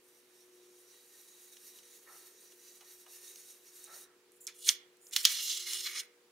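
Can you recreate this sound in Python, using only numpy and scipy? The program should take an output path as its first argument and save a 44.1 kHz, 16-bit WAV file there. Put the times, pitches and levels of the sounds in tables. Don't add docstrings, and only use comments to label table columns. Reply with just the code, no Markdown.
import sys
import numpy as np
from scipy import signal
from scipy.fft import rfft, irfft, next_fast_len
from scipy.io import wavfile
from scipy.ndimage import uniform_filter1d, map_coordinates

SR = 44100
rng = np.random.default_rng(int(sys.argv[2]) if len(sys.argv) > 2 else 0)


def materialize(psi):
    bounded = np.clip(np.atleast_2d(psi).T, -1, 1)
    quanta = np.round(bounded * 32767).astype(np.int16)
    wavfile.write(sys.argv[1], SR, quanta)


def gain_from_decibels(decibels):
    exponent = np.asarray(decibels, float) / 20
    return 10 ** exponent


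N = 278271

# [f/Hz, mean level/dB]
MOTOR_LINES = [(59.5, -101), (120, -103), (240, -99.5), (360.3, -70.5), (480.4, -77.5)]
# [f/Hz, relative density/dB]
RUMBLE_SPECTRUM = [(150, -38), (300, -4), (420, 1.5), (530, -5.5), (800, -38.5)]
ROOM_SPECTRUM = [(25, -39), (45, -35), (60, -26), (90, -31.5), (190, -16), (280, -13.5), (380, -3.5),
                 (480, -11), (700, -16), (1900, -15), (3500, -17.5), (8000, -21), (16000, -26)]
# [f/Hz, correlation/1]
ROOM_LIKENESS = [(60, 0.69), (240, 1), (950, 0.62), (3770, 0.13), (15000, 0.15)]
BRUSH_LIKENESS = [(60, 0.65), (240, 0.6), (950, 1), (3770, 0.92), (15000, 0.55)]
NEAR_LIKENESS = [(60, 1.0), (240, 1), (950, 0.85), (3770, 0.94), (15000, 0.58)]
# [start t/s, sweep share/1, sweep level/dB, return level/dB, treble over hiss/dB, easing at start/dB]
BRUSH_CIRCLES = [(0.0, 0.56, -72, -71.5, 5.5, 13), (0.23, 0.96, -67.5, -69, 1.5, 7.5),
                 (0.5, 0.43, -68.5, -68, -1, 6), (0.725, 0.44, -66, -63, 0.5, 4.5),
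                 (1.03, 0.94, -62.5, -60.5, 2, 5.5), (1.295, 0.86, -61.5, -59, 1.5, 3),
                 (1.55, 0.68, -58, -59.5, 1.5, 7), (1.82, 0.85, -60, -63.5, 0.5, 6),
                 (2.045, 0.78, -59.5, -60, 2, 7.5), (2.3, 0.77, -62.5, -61.5, 1, 3.5),
                 (2.55, .72, -58.5, -60, 1, 9.5), (2.8, .7, -59, -61, 2, 8),
                 (3.05, 0.53, -56, -55.5, 1.5, 11), (3.345, 0.32, -58, -58, 1.5, 2),
                 (3.595, 0.53, -61.5, -58, 2, 7.5), (3.815, 0.35, -58.5, -55, 1.5, 1.5)]
# [f/Hz, relative density/dB]
BRISTLE_SPECTRUM = [(410, -62), (700, -17.5), (1860, -9), (2060, -7), (3840, -9.5), (8000, -7),
                    (10400, -13), (17600, -120)]
TIP_SPECTRUM = [(5000, -35), (7500, -9), (10000, -9.5), (13000, -8), (16000, -14)]
# [f/Hz, width/Hz, level before common lift/dB]
BRUSH_PEAKS = [(1836, 15.7, 7), (2785, 48, -3), (3860, 98, 7), (4405, 56, 5), (4840, 45, 1),
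               (5780, 193, 6.5), (6610, 165, 4.5), (7330, 56, -20), (8250, 91, -28), (8810, 116, 0.5),
               (9410, 140, 2.5), (10050, 260, -4.5), (11200, 370, -25), (11840, 110, 1.5), (12600, 160, -2),
               (15160, 240, -2)]
# [f/Hz, t60/s]
WALL_DECAY = [(500, 1), (3000, 0.33), (8000, 0.16), (15000, 0.12)]
# [t/s, level before envelope/dB, centre f/Hz, width/octaves]
EDGE_TICKS = [(1.567, -44.5, 3500, 2.1), (1.786, -46, 3000, 2.6), (1.83, -50.5, 3000, 2.4),
              (2.518, -53.5, 2000, 1.1), (2.807, -44.5, 2500, 1.7), (2.809, -53.5, 700, 1.06),
              (3.06, -51.5, 1500, 0.61), (3.061, -55, 604, 0.83), (3.357, -38.5, 5000, 1.3),
              (4.319, -49.5, 10020, 0.42), (4.456, -57, 9040, 0.54), (4.671, -26.5, 4520, .73),
              (4.969, -53.5, 9100, 0.7), (5.068, -41, 6800, 0.44), (5.11, -39.5, 8000, .36),
              (5.243, -23, 3500, 0.32), (5.481, -22, 6000, .41), (5.503, -29, 4000, 0.39),
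              (5.515, -40, 4000, 0.38), (5.733, -20, 6000, 0.78)]
# [t/s, level before envelope/dB, centre f/Hz, width/octaves, rebound re crack/dB]
DOUBLE_SNAPS = [(3.841, -36, 8200, 0.22, -8.5), (4.468, -23, 7200, .49, -2), (4.689, -5, 4900, .67, -14),
                (5.162, -9.5, 4430, 1.17, -11.5), (5.251, -2, 4630, 1.05, -16)]
# [start t/s, level/dB]
HAND_NUDGES = [(2.055, -61.5), (3.863, -60)]
# [f/Hz, relative density/dB]
NUDGE_SPECTRUM = [(300, -22), (500, -4.5), (1000, -5), (2000, -9.5), (2400, -10), (4000, -46)]
# [f/Hz, width/Hz, level before common lift/dB]
NUDGE_MODES = [(1040, 110, -11), (1325, 41, 6), (1810, 86, 4)]
# [start t/s, length/s, hiss level at end/dB]
FINGER_GLIDES = [(4.316, 0.078, -68.5), (4.399, 0.067, -55.5), (4.54, .085, -61.5), (5.003, .105, -58),
                 (5.224, 0.017, -39.5)]
# [peak t/s, sheet level/dB, skin level/dB, flap level/dB, skin run-up/(dB/s)]
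SHEET_JERKS = [(4.478, -50.5, -53.5, -50, 2496), (4.688, -34, -29, -38, 379),
               (5.257, -26, -40.5, -39, 2498.5)]
JERK_SETTLE_DB_PER_S = 329, 502, 449
# [t/s, sheet level/dB, fingertip level/dB, flap level/dB]
SHEET_TURN = [(5.112, -72, -69, -69.5), (5.126, -47.5, -49, -60), (5.136, -36.5, -41, -58),
              (5.155, -47.5, -44.5, -60), (5.178, -40, -39, -50), (5.2, -42, -41.5, -54),
              (5.226, -48.5, -48.5, -57), (5.32, -38.5, -39, -48.5), (5.39, -38, -46, -55),
              (5.44, -39.5, -41, -59.5), (5.515, -32.5, -43, -54), (5.536, -38, -43.5, -59),
              (5.65, -45.5, -50, -62), (5.686, -40, -42, -51.5), (5.74, -39.5, -41.5, -49.5),
              (5.84, -43.5, -47.5, -61), (5.87, -36.5, -47, -44), (5.906, -48, -53, -53),
              (5.954, -43, -48.5, -47), (6.008, -38.5, -45, -52.5), (6.022, -65.5, -63.5, -58),
              (6.06, -72, -70, -70)]
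# [f/Hz, relative density/dB]
RUB_SPECTRUM = [(1800, -36.5), (2450, -18.5), (2800, -6.5), (4000, -1), (6500, -4), (8000, -14.5),
                (16000, -35.5)]
SKIN_SPECTRUM = [(4500, -42), (6800, -6.5), (8500, -5), (11000, -11), (14000, -8), (16000, -12)]
FLAP_SPECTRUM = [(500, -38.5), (1000, -16.5), (2000, -2), (2600, -6), (4000, -46.5)]
# [f/Hz, width/Hz, level before common lift/dB]
SHEET_MODES = [(2180, 170, -35), (2918, 47, 6.5), (3390, 320, 0.5), (4150, 59, 3), (5350, 140, 1.5),
               (5980, 57, 3), (5900, 44, -10), (6480, 43, 7.5)]
FINGER_MODES = [(7070, 300, 4.5), (9620, 640, 3), (12300, 2500, -1.5)]
FLAP_MODES = [(1260, 110, 3), (1690, 59, -15.5), (1970, 23, 2.5), (2272, 96, 4.5)]
# [f/Hz, left over right/dB]
PORT_LEAN = [(60, -1.5), (150, -0.5), (380, 2), (950, -0.5), (2380, -2), (5980, -3), (15000, 0.5)]


def unit(x):
    return x / np.sqrt(np.mean(x ** 2) + 1e-20)


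def along(points, hz):
    f, v = np.transpose(points)
    return np.interp(np.log(hz + 1), np.log(f + 1), v)


def curves(rows):
    s, *cols = np.transpose(rows)
    t = np.arange(N) / SR
    gate = np.clip(np.minimum(t - s[0], s[-1] - t) / 0.004 + 1, 0, 1)
    return [gate] + [np.interp(t, s, c) for c in cols]


def wobble(rate_hz):
    knots = rng.standard_normal(int(N * rate_hz / SR) + 4)
    return map_coordinates(knots, [np.arange(N) * rate_hz / SR])


def filtered(x, response):
    m = next_fast_len(x.shape[-1] + 8192)
    return irfft(rfft(x, m) * response(np.fft.rfftfreq(m, 1 / SR)), m)[..., :x.shape[-1]]


def humps(peaks, lift_db, hz):
    power = sum(gain_from_decibels(2 * (db + lift_db)) / (1 + (2 * (hz - c) / w) ** 2) for c, w, db in peaks)
    return np.sqrt(1 + power)


def friction(spectrum, peaks, lift_db, alike, grain_db, drift):
    slips = rng.standard_normal((2, N)) * gain_from_decibels(grain_db * wobble(600))
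    hz, t, z = signal.stft(slips, SR, nperseg=1024)
    field = uniform_filter1d(rng.standard_normal(z.shape[1:]), size=8, axis=0)
    patches_db = unit(uniform_filter1d(field, size=5, axis=1))
    shift = 1 + drift * np.interp(t, np.arange(N) / SR, wobble(5))
    swell = uniform_filter1d(rng.standard_normal((len(peaks), len(t))), size=6, axis=1)
    fading_db = 2.08 * np.sqrt(6) * swell
    alive = [(c, w, db + fade_db) for (c, w, db), fade_db in zip(peaks, fading_db)]
    gain = gain_from_decibels(patches_db) * humps(alive, lift_db, np.outer(hz, shift))
    pair = signal.istft(z * gain, SR, nperseg=1024)[1][:, :N]

    def mid_side(hz):
        angle = np.arccos(np.clip(along(alike, hz), -1, 1)) / 2
        return gain_from_decibels(along(spectrum, hz)) * [np.cos(angle), np.sin(angle)]

    mid, side = filtered(pair, mid_side)
    return unit(np.array([mid + side, mid - side]))


def background():
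    t = np.arange(N) / SR
    lines = np.zeros(N)
    for hz, db in MOTOR_LINES:
        level = np.sqrt(2) * gain_from_decibels(db + 2.4 * wobble(3.077))
        lines += level * np.sin(2 * np.pi * hz * t + 0.4 * wobble(9))
    rumble_level = gain_from_decibels(-83.0 + 3.5 * wobble(3.2))
    noise = rng.standard_normal(N)
    rumble = rumble_level * unit(filtered(noise, lambda hz: gain_from_decibels(along(RUMBLE_SPECTRUM, hz))))
    hiss = gain_from_decibels(-68.5) * friction(ROOM_SPECTRUM, [], 0, ROOM_LIKENESS, grain_db=0, drift=0)
    return lines + rumble + hiss


def circling():
    lift_s, lift_fade_s, lift_fade_db = 4.035, 0.04, 20.5
    sweep_top, return_top = 0.71, 0.5
    turn_ease_db = 4
    points, ends = [], [row[0] for row in BRUSH_CIRCLES[1:]] + [lift_s]
    for (s, turn, sweep_db, return_db, treble_db, ease_db), end in zip(BRUSH_CIRCLES, ends):
        shares = 0, sweep_top * turn, turn, turn + return_top * (1 - turn)
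        levels = sweep_db - ease_db, sweep_db, min(sweep_db, return_db) - turn_ease_db, return_db
        points += [(s + share * (end - s), db, treble_db) for share, db in zip(shares, levels)]
    points.append((lift_s, return_db - turn_ease_db, treble_db))
    points.append((lift_s + lift_fade_s, return_db - lift_fade_db, -6))
    return curves(points)


def brush():
    gate, hiss_db, treble_db = circling()
    body = friction(BRISTLE_SPECTRUM, BRUSH_PEAKS, 8.6, BRUSH_LIKENESS, grain_db=0, drift=0.0099)
    tip_level = gain_from_decibels(hiss_db + treble_db + 0.82 * wobble(14))
    tips = friction(TIP_SPECTRUM, BRUSH_PEAKS, 7.7, BRUSH_LIKENESS, grain_db=1.0, drift=0.006)
    return gate * (gain_from_decibels(hiss_db) * body + tip_level * tips) * gain_from_decibels(0.6 * wobble(26))


def walls(x):
    hz, t, z = signal.stft(rng.standard_normal((2, SR // 2)), SR, nperseg=256)
    decay = gain_from_decibels(-60 * t / along(WALL_DECAY, hz)[:, None])
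    tail = signal.istft(z * decay, SR, nperseg=256)[1]
    late = np.pad(x, ((0, 0), (300, 0)))
    return signal.fftconvolve(late, tail / np.linalg.norm(tail[0]), axes=1)[:, :N]


def thin(x):
    return filtered(x, lambda hz: (1j * hz / (280 + 1j * hz)) ** 4)


def snaps():
    rebound_s, rebound_pitch = 0.006, 0.9
    rise_cycles, ring_cycles = 3.86, 83
    out, t = np.zeros((2, N + SR)), np.arange(SR // 8) / SR
    cracks = [row[:-1] for row in DOUBLE_SNAPS]
    rebounds = [(s + rebound_s, db + loss_db, hz * rebound_pitch, octaves)
                for s, db, hz, octaves, loss_db in DOUBLE_SNAPS]
    for s, db, centre_hz, octaves in EDGE_TICKS + cracks + rebounds:
        a, b = rng.standard_normal((2, len(t)))

        def colour(hz):
            bell = np.exp(-0.5 * (np.log2((hz + 1) / centre_hz) / octaves) ** 2)
            return bell * humps(SHEET_MODES, 9.4, hz)

        crackle = unit(filtered(np.array([a + 0.13 * b, a - 0.3 * b]), colour))
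        cycles = t * centre_hz
        envelope = gain_from_decibels(db - 60 * cycles / ring_cycles) * (1 - np.exp(-cycles / rise_cycles)) ** 2
        out[:, round(s * SR):][:, :len(t)] += envelope * crackle
    return filtered(thin(out[:, :N]), lambda hz: hz < 16900)


def nudges():
    attack_s, hold_s, drop_s, tail_s, drop_db = 0.018, 0.077, 0.041, 0.15, 8.5
    rub = friction(NUDGE_SPECTRUM, NUDGE_MODES, 8.7, NEAR_LIKENESS, grain_db=0, drift=0.0082)
    steps_s = np.cumsum([0, attack_s, hold_s, drop_s, tail_s])
    shape_db = np.array([-20, 0, 0, -drop_db, -drop_db - 7])
    level = np.zeros(N)
    for s, top_db in HAND_NUDGES:
        gate, db = curves(np.transpose([s + steps_s, top_db + shape_db]))
        level += gate * gain_from_decibels(db)
    return rub * level


def handling():
    run_up_ratios = 0.89, 1, 2.5
    glide_attack_s, glide_release_s, glide_growth_db = 0.012, 0.015, 5
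    t = np.arange(N) / SR
    gate, *turn_db = curves(SHEET_TURN)
    gains = gate * gain_from_decibels(np.array(turn_db))
    for s, *peak_db, run_up in SHEET_JERKS:
        for gain, db, ratio, settle in zip(gains, peak_db, run_up_ratios, JERK_SETTLE_DB_PER_S):
            gain += gain_from_decibels(db + np.minimum(ratio * run_up * (t - s), settle * (s - t)))
    for s, length, db in FINGER_GLIDES:
        growth_db = glide_growth_db * np.clip((t - s) / length - 1, -1, 0)
        edges = np.minimum((t - s) / glide_attack_s, (s + length - t) / glide_release_s)
        gains[1] += gain_from_decibels(db + growth_db) * np.clip(edges, 0, 1)
    return gains


def paper():
    sheet, skin, flap = handling()
    sheet = sheet * friction(RUB_SPECTRUM, SHEET_MODES, 6.6, NEAR_LIKENESS, grain_db=0.5, drift=0.022)
    skin = skin * gain_from_decibels(0.98 * wobble(30))
    skin = skin * friction(SKIN_SPECTRUM, FINGER_MODES, 10, NEAR_LIKENESS, grain_db=0, drift=0.02)
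    flap = flap * gain_from_decibels(0.73 * wobble(40))
    flap = flap * friction(FLAP_SPECTRUM, FLAP_MODES, 2.1, NEAR_LIKENESS, grain_db=0.45, drift=0.032)
    return thin((sheet + skin + flap) * gain_from_decibels(1.7 * wobble(110)))


def scene():
    top_hz = 15750
    cracks = snaps()
    table = brush() + nudges() + paper()
    steady = table + gain_from_decibels(-16.5) * walls(table + cracks) + background()
    return filtered(steady, lambda hz: hz < top_hz) + cracks


def band_limit(x):
    return signal.sosfilt(signal.butter(12, 16970, fs=SR, output="sos"), x)


def record(dry):
    sides = np.array([[1], [-1]])
    ports = filtered(dry, lambda hz: gain_from_decibels(along(PORT_LEAN, hz) / 2 * sides))
    return band_limit(ports)


dry = scene()
out = record(dry)
materialize(out)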